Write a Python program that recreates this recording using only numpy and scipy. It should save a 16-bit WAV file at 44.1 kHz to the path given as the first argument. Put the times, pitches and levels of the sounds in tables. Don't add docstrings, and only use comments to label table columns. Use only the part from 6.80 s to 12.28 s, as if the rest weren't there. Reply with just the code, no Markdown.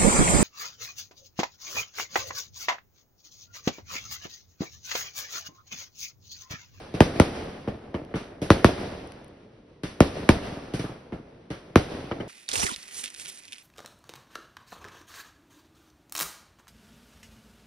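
import sys
import numpy as np
from scipy import signal
from scipy.fft import rfft, irfft, next_fast_len
from scipy.io import wavfile
from scipy.ndimage import uniform_filter1d

SR = 44100
rng = np.random.default_rng(int(sys.argv[2]) if len(sys.argv) > 2 else 0)


def to_wav(sig):
    pcm = np.clip(np.atleast_2d(sig), -1, 1) * 32767
    pcm = np.round(pcm).astype(np.int16)
    wavfile.write(sys.argv[1], SR, pcm.T)


N = 241668

# bursts, lifts, pops, each in dB.
LEAVES_DB = [-6.5, -11.5, -18.5]


def amp(db):
    return 10 ** (np.asarray(db) / 20)


def read(points, hz):
    f, value = np.transpose(points)
    return np.interp(np.log(hz + 1), np.log(f + 1), value)


def shape(x, gain):
    size = next_fast_len(x.shape[-1] + 4096)
    hz = np.fft.rfftfreq(size, 1 / SR)
    return irfft(rfft(x, size) * gain(hz), size)[..., :x.shape[-1]]


def coloured(shared_and_gap, colour):
    # frequency in Hz, level in dB.
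    port_gap = [(60, -38.5), (140, -64), (240, -22.5), (420, -8), (740, -3.5), (1300, -5), (3000, -1),
                (6000, -5.5), (9000, 3.5), (10500, -43)]
    x = shape(shared_and_gap, lambda hz: amp(read(colour, hz)))
    shared, gap = x / np.sqrt(np.mean(x ** 2, 1, keepdims=True))
    return np.array([shared, shape(gap, lambda hz: amp(read(port_gap, hz)))])


def add(mix, s, sound):
    part = mix[:, round(s * SR):][:, :sound.shape[1]]
    part += sound[:, :part.shape[1]]


def night():
    # frequency in Hz, level in dB.
    rumble = [(18, -36), (30, -4.5), (124, 2), (258, 1), (458, -0.5), (800, -15.5), (3300, -26),
              (6000, -33.5), (11000, -47)]
    rumble_db = -54.5
    swell = uniform_filter1d(uniform_filter1d(rng.standard_normal(N), 2000), 2000)
    level = amp(rumble_db + swell / swell.std())
    return level * coloured(rng.standard_normal((2, N)), rumble)


def echoes(near_db, far_db, leaves_db, spread_db=2.5, per_s=1100, patchy_db=1.0):
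    # frequency in Hz, level in dB.
    scatter = [(25, -9.5), (50, -1), (100, 0), (300, 1), (650, -4), (1000, -15.5), (2200, -21), (5000, -43),
               (12000, -74)]
    # frequency in Hz, level in dB.
    leaves = [(300, -2), (800, -2.5), (2200, -6), (5000, -10.5), (10000, -21.5), (12000, -16.5)]
    # frequency in Hz, dB lost per second of travel.
    air_loss = [(200, 8), (1000, 5), (4000, 12.5), (12000, 19)]
    near_t60 = 0.16
    hedge_db, hedge_t60 = 3, 0.54
    street_s, street_rise_s, street_db, street_t60 = 0.11, 0.052, -4.5, 1.88

    t = np.arange(round(1.5 * SR)) / SR
    sign, chance, size = rng.random((3, 2, len(t)))
    sparse = chance < per_s / SR
    taps = np.sign(sign - .5) * sparse * amp(-spread_db * np.log(size + .02))
    thuds = coloured(taps, scatter)
    hiss = amp(leaves_db) * coloured(rng.standard_normal((2, len(t))), leaves)

    hz, frame_s, z = signal.stft(thuds + hiss, SR, nperseg=512)
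    patches = uniform_filter1d(rng.standard_normal(z.shape[1:]), size=8, axis=0)
    patches = uniform_filter1d(patches, size=3, axis=1)
    gain_db = patchy_db * patches / patches.std() - read(air_loss, hz)[:, None] * frame_s
    tail = signal.istft(z * amp(gain_db), SR, nperseg=512)[1][:, :len(t)]

    street_rise = np.clip((t - street_s) / street_rise_s, 0, 1)
    street = street_rise * amp(street_db - 60 * (t - street_s) / street_t60)
    far = amp(far_db) * np.hypot(amp(hedge_db - 60 * t / hedge_t60), street)
    near = amp(near_db - 60 * t / near_t60)
    rise = np.minimum(t / .008, 1)
    return tail * np.hypot(near, far) * rise


def earlier_burst(mix):
    add(mix, 0, echoes(-60, -32.5, -3.0)[:, round(.3 * SR):])


def blast(peak_db, corner_hz, bearing, kind, walls=(), lead=.02, front_s=0.003):
    # frequency in Hz, level in dB.
    pulse_colour = [(20, -15), (45, 6), (80, 13.5), (300, 13), (1000, 3), (1600, 2.5), (2300, 1.5),
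                    (3000, -2), (3800, -1.5), (5000, -1.5), (9000, -2.5), (13000, 5.5)]
    # frequency in Hz, level in dB.
    direct_gap = [(60, -44.5), (140, -33.5), (300, -18), (740, -16), (1500, -16.5), (2300, -9), (4000, -14),
                  (6500, -4), (12000, -6)]
    bass_hz, slope, ragged_db = kind
    t, hz = np.arange(8192) / SR, np.fft.rfftfreq(8192, 1 / SR)

    treble_cut = (1 + (hz / corner_hz) ** 2) ** slope
    bass_cut = hz ** 2 / (hz ** 2 + bass_hz ** 2)
    pulse = amp(read(pulse_colour, hz)) / treble_cut * bass_cut
    pulse = pulse * amp(peak_db) / irfft(pulse)[0]

    spray = rng.standard_normal((2, len(t))) * np.exp(-t / front_s)
    ragged = amp(ragged_db) * rfft(spray / np.linalg.norm(spray[0])) * hz / np.hypot(hz, 1200)

    duller = 1 / (1 + (hz / (corner_hz * 0.74)) ** 2) ** 0.16
    reflections = sum(sign * amp(db) * np.exp(-2j * np.pi * hz * s) for s, db, sign in walls)
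    paths = 1 + ragged + duller * reflections
    gap = np.exp(1.45j) * bearing * 2 * amp(read(direct_gap, hz))
    delay = np.exp(-2j * np.pi * hz * lead)
    return irfft(-pulse * paths * delay * [np.ones(len(hz)), gap])


def fire(mix, s, peak_db, corner_hz, bearing, pulse, walls, near_db, far_db, leaves_db):
    add(mix, s - .02, blast(peak_db, corner_hz, bearing, pulse, walls))
    add(mix, s, echoes(peak_db + near_db, peak_db + far_db, leaves_db))


def puff(colour, db, t60, rise_s):
    t = np.arange(round(.7 * SR)) / SR
    level = amp(db - 60 * t / t60) * np.minimum(t / rise_s, 1) ** 2
    return coloured(rng.standard_normal((2, len(t))), colour) * level


def lifts(mix):
    # time in seconds, pulse peak in dB, jet level in dB, jet tilt in dB per octave,
    # far echo in dB against the peak.
    charges = [(0.1402, -14.5, -44.5, 3.5, -21), (1.3562, -17, -40, 2.5, -33),
               (1.6174, -13.5, -39.5, 6.5, -21.5), (3.034, -16.5, -39, 4, -25),
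               (3.9376, -13.5, -38, 6.5, -26), (3.9936, -15, -40, 3.9, -41), (4.0409, -18.5, -42, -8, -45),
               (4.093, -24.5, -59, -2, -41), (4.337, -26, -55, -5, -27.5), (4.7031, -19, -43, 2.2, -23.5)]
    # delay in seconds, gain in dB, signed factor.
    lift_walls = [(.0024, -9.5, 0.99), (.0067, -3.5, 0.97), (0.0166, -5, 0.65), (0.0226, -15, 0.87)]
    # frequency in Hz, level in dB.
    jet = [(200, -38), (700, 5), (1300, 10), (3000, -0.5), (6000, -9), (10000, -20), (13000, -16)]
    # bass corner in Hz, treble slope exponent, ragged spray in dB.
    lift_pulse = (70, 1.32, -15.5)
    corner_hz, bearing, near_db, jet_t60 = 400, 0.059, -22, 0.45
    for s, peak_db, jet_db, tilt_db, far_db in charges:
        fire(mix, s, peak_db, corner_hz, bearing, lift_pulse, lift_walls, near_db, far_db, LEAVES_DB[1])
        colour = [(hz, level + tilt_db * np.log2(hz)) for hz, level in jet]
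        add(mix, s - .001, puff(colour, jet_db, jet_t60, 0.0006))


def bursts(mix):
    # time in seconds, pulse peak in dB, bearing (0 is straight ahead),
    # near scatter in dB against the peak.
    shells = [(0.2056, 10, .95, -29), (0.3991, 9, 1, -29), (1.7039, 10, 0.47, -27),
              (1.8452, 9.5, 0.54, -25.5), (3.2052, 9.5, 0.98, -33), (3.4908, 9.5, 0.8, -27),
              (4.9581, 8.5, 0.55, -28.5)]
    # delay in seconds, gain in dB, signed factor.
    burst_walls = [(.0035, -16.5, 1), (.0085, -16.5, 1), (0.0127, -20, 1), (.017, -14, -0.94),
                   (.024, -33.5, 1), (.032, -39, -0.77)]
    # delay in seconds, level in dB against the burst.
    houses = [(0.152, -36), (.187, -32), (.227, -30.5), (.28, -33.5)]
    # frequency in Hz, level in dB.
    boom = [(25, -16), (50, 4), (75, -12), (150, -58.5)]
    # bass corner in Hz, treble slope exponent, ragged spray in dB.
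    burst_pulse = (6.6, 0.74, 0)
    slap_pulse = (30, 1.2, -8)
    corner_hz, far_db = 960, -38
    boom_s, boom_db, boom_t60, boom_rise_s = 0.1025, -53, 0.38, 0.085
    slap_hz, slap_bearing = 700, .3
    slap_spread_s, slap_spread_db = .003, 2.5

    for s, peak_db, bearing, near_db in shells:
        fire(mix, s, peak_db, corner_hz, bearing, burst_pulse, burst_walls, near_db, far_db, LEAVES_DB[0])
        add(mix, s + boom_s, puff(boom, peak_db + boom_db, boom_t60, boom_rise_s))
        spots = rng.uniform(-1.036, 1, (len(houses), 2))
        for (delay, db), (shift, loud) in zip(houses, spots):
            slap_db = peak_db + db + slap_spread_db * loud
            slap = blast(slap_db, slap_hz, slap_bearing, slap_pulse)
            add(mix, s + delay + slap_spread_s * shift - .02, slap)


def pops(mix):
    # time in seconds, pulse peak in dB, treble corner in Hz, knock level in dB,
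    # near scatter in dB against the peak.
    far_pops = [(0.8755, -13, 654, -41, -16), (1.143, -12, 775, -32.5, -23),
                (1.3405, -13, 709, -35.5, -16.5), (4.3229, -19, 505, -42, -17),
                (5.3133, -12, 910, -28.5, -31), (5.401, -16.5, 596, -33, -14.5)]
    # delay in seconds, gain in dB, signed factor.
    pop_walls = [(.0075, -16, -1.2), (.0088, -7.5, 0.91), (0.015, -13.5, 1), (0.073, -11.5, 0.88)]
    # frequency in Hz, level in dB.
    knock = [(500, -17), (1050, 3.5), (1350, 2.5), (1700, -4), (2100, 3), (2600, -15), (3000, 3),
             (3500, -15.5), (6000, -26), (12000, -75)]
    # bass corner in Hz, treble slope exponent, ragged spray in dB.
    pop_pulse = (60, 1, 0)
    bearing, far_db, knock_t60 = .4, -26, 0.058
    for s, peak_db, corner_hz, knock_db, near_db in far_pops:
        fire(mix, s, peak_db, corner_hz, bearing, pop_pulse, pop_walls, near_db, far_db, LEAVES_DB[2])
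        add(mix, s, puff(knock, knock_db, knock_t60, 0.0053))


def crackle():
    # time in seconds, starting level in dB.
    snaps = [(1.2499, -40), (2.263, -48), (2.2741, -33.5), (2.321, -31.5), (2.4457, -40.5), (2.482, -44)]
    out, t = np.zeros((2, N)), np.arange(90) / SR
    for s, db in snaps:
        click = amp(db) * np.exp(-t / 0.00042) * rng.standard_normal(len(t))
        add(out, s, click * [[1], [.4]])
    return out


def scene():
    mix = night() + crackle()
    earlier_burst(mix)
    lifts(mix)
    bursts(mix)
    pops(mix)
    shared, gap = mix
    return np.array([shared + gap, shared - gap])


def record(dry):
    split_hz = [55, 122, 225, 455, 810]
    # frequency in Hz, gain in dB.
    treble = [(10500, 0.5), (11500, -5.5), (12000, -26), (12800, -33)]
    null_hz, null_width_hz, null_db, edge_hz = 7450, 1000, -30, 12640

    def null(hz):
        return amp(null_db * np.exp(-((hz - null_hz) / null_width_hz) ** 4)) - 1

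    def phone(hz):
        pole = np.prod([f ** 2 - hz ** 2 + 1j * np.sqrt(2) * f * hz for f in split_hz], axis=0)
        return amp(read(treble, hz)) * np.conj(pole) / pole

    x = dry + shape(dry.mean(0), null)
    x = np.clip(shape(x, phone), -.96, .96)
    band_limit = signal.firwin(511, edge_hz, window=("kaiser", 12), fs=SR)
    return signal.oaconvolve(x, band_limit[None], "same")


dry = scene()
out = record(dry)
to_wav(out)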